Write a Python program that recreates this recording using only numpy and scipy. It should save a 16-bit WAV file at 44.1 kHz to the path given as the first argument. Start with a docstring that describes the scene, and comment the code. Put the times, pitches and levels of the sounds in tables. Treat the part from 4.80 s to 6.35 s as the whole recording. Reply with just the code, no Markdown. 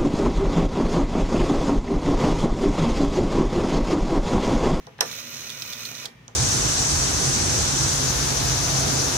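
"""A rotary telephone dial runs home, close by in a quiet room. The finger lets go and the wheel snaps
back with a clack; the spring drives whirring gears against a spinning governor, the contacts tick,
and the wheel lands on its stop. Knocks ring the hollow plastic housing, and the metal inside rings
on faintly. Soft air noise and a low hum lie underneath."""
import sys
import numpy as np
from scipy import signal
from scipy.fft import rfft, irfft
from scipy.io import wavfile
from scipy.ndimage import uniform_filter1d

SR = 44100
rng = np.random.default_rng(int(sys.argv[2]) if len(sys.argv) > 2 else 0)


def store_pcm(level_fs):
    """Save levels as 16-bit WAV."""
    pcm = np.round(np.clip(level_fs, -1, 1) * 32767).astype(np.int16)
    wavfile.write(sys.argv[1], SR, np.atleast_2d(pcm).T)


N = 68355
T = np.arange(N) / SR
HZ = np.fft.rfftfreq(4096, 1 / SR)  # frequency axis of the filter curves
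CONTACT_RISE_S = 0.00021


def clacks(size=4096):
    """Each sharp blow chatters briefly and rings the dial's close resonances."""
    # blows: start_s, level_db, chatter_s, cutoff_hz, wheel_lift_db
    blows = [(0.068, -31.5, 0.0014, 6700, -3), (0.1823, -38.5, .002, 5940, -6),
             (0.2049, -27, 0.0022, 7000, 7), (0.2069, -14, 0.001, 6000, 9), (0.2077, 0, 0.0019, 14000, 0.5),
             (0.2125, -15.5, 0.0014, 9000, 2), (0.2227, -23, 0.0012, 7000, 2),
             (1.48, -27, 0.00071, 9000, 17)]
    # dial resonances: centre_hz, width_hz, left_db, right_db
    resonances = [(2550, 66, -23, -5.5), (2930, 113, -19.5, -7.5), (3350, 180, -8, -5.5),
                  (3830, 96, -8.5, -2), (4100, 140, -6, -6.5), (4125, 102, -10, -0.5),
                  (4540, 63, -7.5, -10.5), (5090, 110, -5.5, -14), (5400, 170, -9, -2),
                  (5760, 164, -11.5, 0), (6250, 164, -23, -2.5), (7050, 260, -28, -19),
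                  (7730, 200, -33, -13.5), (9030, 590, -14, -16.5), (11280, 380, -15, -12)]
    floor_db, gain_db, low_cut_hz = -26.5, 12.5, 900
    peaks = sum(amp([[left], [right]]) ** 2 * bump(hz, width) for hz, width, left, right in resonances)
    ring_db = 10 * np.log10(amp(floor_db) ** 2 + peaks)
    ring_db -= 20 * np.log10(1 + (low_cut_hz / (HZ + 20)) ** 2)  # a small dial radiates no bass
    wheel_peak = bump(hz=6720, width_hz=690)
    out = np.zeros((2, N))
    for start_s, level_db, chatter_s, cutoff_hz, wheel_lift_db in blows:
        chatter = eased(burst(chatter_s, size), CONTACT_RISE_S)
        blow = unit(colour(chatter, ring_db + wheel_lift_db * wheel_peak))
        add(out, start_s, amp(gain_db + level_db) * dulled(blow, cutoff_hz))
    return out


def knocks(size=8192, gain_db=4.5, modes_db=-12):
    """The hollow housing answers dull knocks with a few clear modes among many close ones."""
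    # knocks: start_s, level_db, cutoff_hz
    blows = [(0.0717, -14.5, 1030), (0.1891, -16, 3600), (0.2091, 2, 3500), (0.2214, -9, 2200),
             (1.113, -17, 1110), (1.2454, -15, 750), (1.258, -19.5, 3200), (1.483, -21.5, 1450)]
    # clearest housing modes: pitch_hz, t60_s, left_db, right_db
    clear_modes = [(445, 0.048, -25, -1.5), (505, 0.076, -23, 3), (670, 0.17, 0, -10), (842, 0.069, 5, -8),
                   (1012.5, .09, -1.5, 0), (1194, 0.22, -4.5, -25), (1689, 0.046, -1.5, -15),
                   (1816, 0.11, -3, 0)]
    # spectrum of the close modes: freq_hz, gain_db
    spectrum = [(60, -41.5), (200, -6.5), (350, -3.5), (500, 4.5), (620, -9), (780, 1.5), (1250, -4.5),
                (1700, 1), (2200, -9), (3500, -7.5), (7000, -18), (16000, -20.5)]
    # their decay: freq_hz, t60_s
    decay = [(200, 0.45), (350, .3), (600, 0.19), (1000, .14), (1700, 0.08), (5000, 0.023)]
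    ring = amp(modes_db) * modes(clear_modes, size)
    out = np.zeros((2, N))
    for start_s, level_db, cutoff_hz in blows:
        dense = unit(colour(tail(decay, size), read(spectrum, HZ)))
        body = eased(ring + dense, rise_s=0.00035)
        add(out, start_s, amp(gain_db + level_db) * dulled(body, cutoff_hz))
    return out


def ticks(gain_db=-5.5, ring_db=7.5):
    """Small metal parts snap against each other as the wheel comes home."""
    # contacts and end stop: start_s, level_db, decay_s, pitch_hz
    snaps = [(0.313, -3, 0.0076, 5840), (0.543, -19, 0.002, 5300), (0.695, -8.5, 0.0007, 3600),
             (0.702, -2.5, 0.0015, 3530), (0.8214, 0.5, 0.0019, 5400), (0.826, -10, 0.0023, 5430),
             (0.876, -9, 0.0034, 4100), (0.926, -6.5, .0014, 3560), (0.9316, -1, 0.005, 3500),
             (1.049, -11, 0.0048, 4230), (1.052, 0, 0.0032, 4220), (1.151, -6, 0.0022, 5900),
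             (1.18, -12, 0.003, 5900), (1.2534, -3.5, 0.0046, 5860), (1.2562, 1, 0.0034, 3450)]
    # tick spectrum: freq_hz, gain_db
    spectrum = [(200, -39), (1200, -10.5), (2600, -9.5), (3600, 2.5), (6000, -1.5), (7500, -8),
                (12000, -14), (16000, -19)]
    out = np.zeros((2, N))
    for start_s, level_db, decay_s, pitch_hz in snaps:
        chatter = eased(burst(decay_s), CONTACT_RISE_S)
        tick = colour(chatter, read(spectrum, HZ) + ring_db * bump(pitch_hz, width_hz=250))
        add(out, start_s, amp(gain_db + level_db) * unit(tick))
    return out * pan(db=-6)


def whirr():
    """Gears and governor run from release to stop; the gears also rustle as the finger ends its pull."""
    # governor speed: time_s, weight_passes_per_s
    speed = [(0.24, 76), (0.42, 80), (0.52, 79), (0.68, 76), (0.9, 77.8), (1.25, 70)]
    release_s, stop_s, spin_up_s, run_down_s = 0.235, 1.2527, 0.02, 0.0092
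    pull_db, pull_end_s = -24, 0.14
    running = np.clip((T - release_s) / spin_up_s, 0, 1)
    running *= np.exp(-np.maximum(T - stop_s, 0) / run_down_s)
    pulling = amp(pull_db) * np.clip(1 - (T / pull_end_s) ** 2, 0, 1)
    pass_hz = np.interp(T, *np.transpose(speed)) * (1 + 0.004 * drift(hz=3.75))
    passes = np.cumsum(pass_hz) / SR
    throb, wobble = np.cos(2 * np.pi * passes), np.cos(np.pi * passes)  # two weights, one rubs harder
    drive = teeth_and_rub() * (1 + 0.13 * throb + 0.1 * wobble) * amp(0.97 * drift(hz=35))
    gears = gear_frame(drive)
    governor = governor_cup(drive) + governor_shoes(throb) + governor_hum(passes)
    return gears * (running + pulling) + governor * running


def teeth_and_rub(teeth_per_s=2600, spread_db=1.5, rub_gain=0.72):
    """Random tooth impacts over the friction noise of the governor."""
    impacts = (rng.random(N) < teeth_per_s / SR) * rng.choice([-1., 1.], N)
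    impacts *= amp(spread_db * np.minimum(rng.exponential(1, N), 3))
    teeth = signal.fftconvolve(impacts[None], burst(decay_s=0.00095), axes=1)[:, :N]
    return unit_rms(unit_rms(teeth) + rub_gain * rng.standard_normal((2, N)))


def gear_frame(drive):
    """Teeth and friction shake the frame and its resonances."""
    # gear spectrum: freq_hz, left_db, right_db
    spectrum = [(92, -28, -22.5), (338, -12.5, -9), (760, -8, -8.5), (1360, -7.5, -9), (2150, -6.5, -5),
                (2870, -8.5, -5.5), (3930, -4, 0.5), (4740, -6.5, -7), (5210, -8, 0.5), (6700, -10, 3.5),
                (7020, -19, -8.5), (8930, -12.5, -18.5), (10300, -18, -18), (11700, -12.5, -11.5),
                (13200, -16, -17.5), (15700, -21, -17)]
    # frame resonances: centre_hz, width_hz, left_lift_db, right_lift_db
    resonances = [(540, 26, 3, 6), (745, 30, -8, -8), (1010, 26, 7, 8), (1183, 28, 7, 2), (1410, 70, 6, 4),
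                  (1690, 50, -5, -5), (1830, 40, 2, 2), (1980, 60, 2, 3), (2140, 40, -5, -5),
                  (2290, 40, 4, 9), (2720, 30, 2, 3), (2890, 55, 5, 6), (3100, 40, 1, 3),
                  (3250, 60, -2, -3), (3490, 45, 2, 3), (3750, 50, 2, 3), (3870, 30, -3, -4),
                  (4010, 45, 6, 4), (4190, 65, 1, 5.5), (5840, 110, 0, 3), (7950, 130, 2, 5)]
    # gear envelope: time_s, level_db
    envelope = [(0.22, -37), (0.32, -36), (0.41, -36.5), (0.59, -37), (0.73, -37), (0.86, -36),
                (0.98, -36.5), (1.06, -36), (1.2, -38.5), (1.245, -36.5)]
    broad_db = np.array([read([(row[0], row[side]) for row in spectrum], HZ) for side in (1, 2)])
    lift_db = sum(np.array([[left], [right]]) * bump(hz, width) for hz, width, left, right in resonances)
    return unit_rms(colour(drive, broad_db + lift_db)) * level(envelope)


def governor_cup(drive, pitch_hz=2490, wander_hz=30):
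    """The cup that the shoes rub sings in a narrow, wavering band."""
    # cup envelope: time_s, level_db
    envelope = [(0.3, -53), (0.7, -53), (0.85, -49.5), (1.25, -51.5)]
    ring = resonate(drive, pitch_hz + wander_hz * drift(hz=18), width_hz=150)
    return unit_rms(ring) * level(envelope) * pan(db=-8.5)


def governor_shoes(throb, flutter_db=2):
    """The rubbing shoes hiss thinly, pulsing with each pass of a weight."""
    # hiss peaks: centre_hz, half_width_hz, left_db, right_db
    resonances = [(13750, 170, 0.5, -4), (14550, 170, 3, -4), (14700, 350, -5, -10)]
    # hiss envelope: time_s, level_db
    envelope = [(0.22, -56), (0.33, -46), (0.43, -54), (0.5, -46), (0.6, -54), (0.74, -51), (0.88, -46.5),
                (1.12, -49), (1.19, -59), (1.26, -54)]
    peaks = sum(amp([[left], [right]]) / (1 + ((HZ - hz) / width) ** 2)
                for hz, width, left, right in resonances)
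    friction = rng.standard_normal((2, N)) * (1 + 0.45 * throb)
    hiss = unit_rms(colour(friction, 20 * np.log10(peaks)))
    return hiss * level(envelope) * amp(flutter_db * drift(hz=60))


def governor_hum(passes):
    """The spinning weights shake the housing at multiples of their pass rate."""
    # hum partials: order, level_db
    partials = [(3, -56.5), (4, -65), (6, -66.5), (7, -61.5)]
    # hum envelope: time_s, gain_db
    envelope = [(0.3, -3), (0.49, 2), (0.62, -1), (0.76, -5.5), (0.93, -2), (1.25, -9.5)]
    hum = sum(amp(db) * wavering_tone(order * passes, depth=0.31, waver_hz=14) for order, db in partials)
    return hum * level(envelope)


def metal_ring():
    """The release and the stop jolt the metal inside, which rings on faintly."""
    # metal modes: pitch_hz, t60_s, left_db, right_db
    metal_modes = [(1834, 1.2, -3.5, -5), (1964, 0.38, -9, -1), (2365, 1.1, -7, -3.5),
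                   (5440, 0.34, -10, -11)]
    # jolts: start_s, level_db
    jolts = [(0.209, -15.5), (1.257, -19.5)]
    out, ring = np.zeros((2, N)), modes(metal_modes, N)
    for start_s, level_db in jolts:
        add(out, start_s, amp(level_db) * ring)
    return out


def room(x, delay_s=0.006, gain_db=-12.5):
    """Short reverberation of a small furnished room."""
    # room decay: freq_hz, t60_s
    decay = [(200, 0.084), (1000, 0.46), (4000, 0.16), (8000, 0.19), (15000, 0.22)]
    out = np.zeros((2, N))
    add(out, delay_s, signal.fftconvolve(x, tail(decay, size=12288), axes=1))
    return amp(gain_db) * out


def background(air_db=-51):
    """Soft air noise and a low, wavering hum."""
    # air spectrum: freq_hz, gain_db
    spectrum = [(25, -36), (42, -17.5), (56, 2), (70, -14.5), (100, 2), (130, 6.5), (180, -2), (245, -1),
                (310, -10.5), (430, -9), (700, -14), (1200, -13), (1550, -16.5), (1900, -11.5), (2400, -14),
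                (3300, -17), (4500, -24.5), (6000, -23.5), (8000, -34.5), (16000, -38)]
    # left-right likeness of the air: freq_hz, correlation
    likeness = [(60, 0.97), (200, 0.93), (500, 0.43), (1500, 0.1), (8000, 0.088)]
    # hum tones: pitch_hz, level_db
    tones = [(119.5, -59), (143.5, -63), (247, -64)]
    hz = np.fft.rfftfreq(N, 1 / SR)
    left, independent = rfft(rng.standard_normal((2, N)))
    correlation = np.clip(read(likeness, hz), -1, 1)
    right = correlation * left + np.sqrt(1 - correlation ** 2) * independent
    air = unit_rms(irfft(np.array([left, right]) * amp(read(spectrum, hz)), N))
    hum = sum(amp(db) * wavering_tone(pitch_hz * T, depth=0.3, waver_hz=2.8) for pitch_hz, db in tones)
    return amp(air_db) * air + hum


def burst(decay_s, size=2048):
    """A brief chatter of contact."""
    return flattened(rng.standard_normal((2, size)) * np.exp(-T[:size] / decay_s), smooth_hz=400)


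def tail(decay, size):
    """Dense reflections with a flat spectrum, each band dying at its own rate."""
    hz, t, bands = signal.stft(rng.choice([-1., 1.], (2, size)), SR, nperseg=256)
    bands = bands * 1000 ** (-t / read(decay, hz)[:, None])
    return flattened(signal.istft(bands, SR, nperseg=256)[1][:, :size], smooth_hz=250)


def modes(table, size):
    """Damped sines, each with its own left and right level."""
    t, out = T[:size], np.zeros((2, size))
    for pitch_hz, t60_s, left_db, right_db in table:
        sine = np.sin(2 * np.pi * (pitch_hz * t + rng.random((2, 1))))
        out += amp([[left_db], [right_db]]) * unit(sine * 1000 ** (-t / t60_s))
    return out


def wavering_tone(cycles, depth, waver_hz):
    """A sine of rms 1 whose level drifts."""
    return unit_rms((1 + depth * drift(waver_hz)) * np.sin(2 * np.pi * (cycles + rng.random())))


def drift(hz):
    """Slow random motion of rms 1."""
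    f = np.fft.rfftfreq(N, 1 / SR)
    return unit_rms(irfft(rfft(rng.standard_normal(N)) * np.exp(-(f / hz) ** 2) * (f > 0), N))


def resonate(x, hz, width_hz):
    """A resonance that follows the curve hz."""
    carrier = np.exp(2j * np.pi * np.cumsum(hz) / SR)
    pole = np.exp(-np.pi * width_hz / SR)
    return (carrier * signal.lfilter([(1 - pole) ** 2], [1, -2 * pole, pole ** 2], x / carrier)).real


def colour(x, db):
    """Minimum-phase filter with gain db over HZ."""
    cepstrum = irfft(np.log(amp(db)))
    cepstrum[..., 1:len(HZ) - 1] *= 2
    cepstrum[..., len(HZ):] = 0
    impulse = np.atleast_2d(irfft(np.exp(rfft(cepstrum))))
    return signal.fftconvolve(x, impulse, axes=1)[:, :x.shape[1]]


def flattened(x, smooth_hz):
    """Evens out the broad colour of a random burst."""
    power = abs(rfft(x, 2 * (len(HZ) - 1))) ** 2
    smoothed = uniform_filter1d(power, round(smooth_hz / HZ[1]), axis=1)
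    return unit(colour(x, -10 * np.log10(abs(smoothed) + 1e-9)))


def dulled(x, cutoff_hz):
    """Low-pass: a softer blow loses its treble."""
    return colour(x, -10 * np.log10(1 + (HZ / cutoff_hz) ** 4))


def eased(x, rise_s):
    """Softens an attack: contact takes a moment to build."""
    return x * (1 - np.exp(-T[:x.shape[1]] / rise_s))


def centred(x, below_hz):
    """Centres the bass: long waves reach both ears alike."""
    hz = np.fft.rfftfreq(N, 1 / SR)
    side = irfft(rfft(x[0] - x[1]) * hz ** 2 / (hz ** 2 + below_hz ** 2), N) / 2
    return x.mean(0) + np.array([side, -side])


def bump(hz, width_hz):
    """Gaussian peak over HZ."""
    return np.exp(-.5 * ((HZ - hz) / width_hz) ** 2)


def read(points, hz):
    """Interpolates a two-column table over log frequency."""
    f, value = np.transpose(points)
    return np.interp(np.log(hz + 1), np.log(f + 1), value)


def level(points):
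    """Gain over time from time_s, level_db points."""
    return amp(np.interp(T, *np.transpose(points)))


def pan(db):
    """Stereo gains for a left-minus-right level."""
    return amp([[db / 2], [-db / 2]])


def amp(db):
    """Decibels to gain."""
    return 10 ** (np.asarray(db) / 20)


def unit_rms(x):
    """Scales to rms 1."""
    return x / np.sqrt(np.mean(x ** 2) + 1e-20)


def unit(x):
    """Scales to a mean energy of 1 per channel."""
    return unit_rms(x) / np.sqrt(x.shape[-1])


def add(mix, start_s, sound):
    """Mixes in a stereo sound."""
    part = mix[:, round(start_s * SR):][:, :sound.shape[1]]
    part += sound[:, :part.shape[1]]


def scene():
    """The telephone in its room."""
    phone = clacks() + knocks() + ticks() + whirr() + metal_ring()
    return centred(phone + room(phone), below_hz=320) + background()


def record(dry):
    """Rounds the highest peaks and limits the band."""
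    peak_limit, cutoff_hz = 0.76, 15900
    rounded = peak_limit * np.tanh(dry / peak_limit)
    low_pass = signal.firwin(301, cutoff_hz, window=("kaiser", 8), fs=SR)
    return signal.oaconvolve(rounded, low_pass[None], "same")


dry = scene()
out = record(dry)
store_pcm(out)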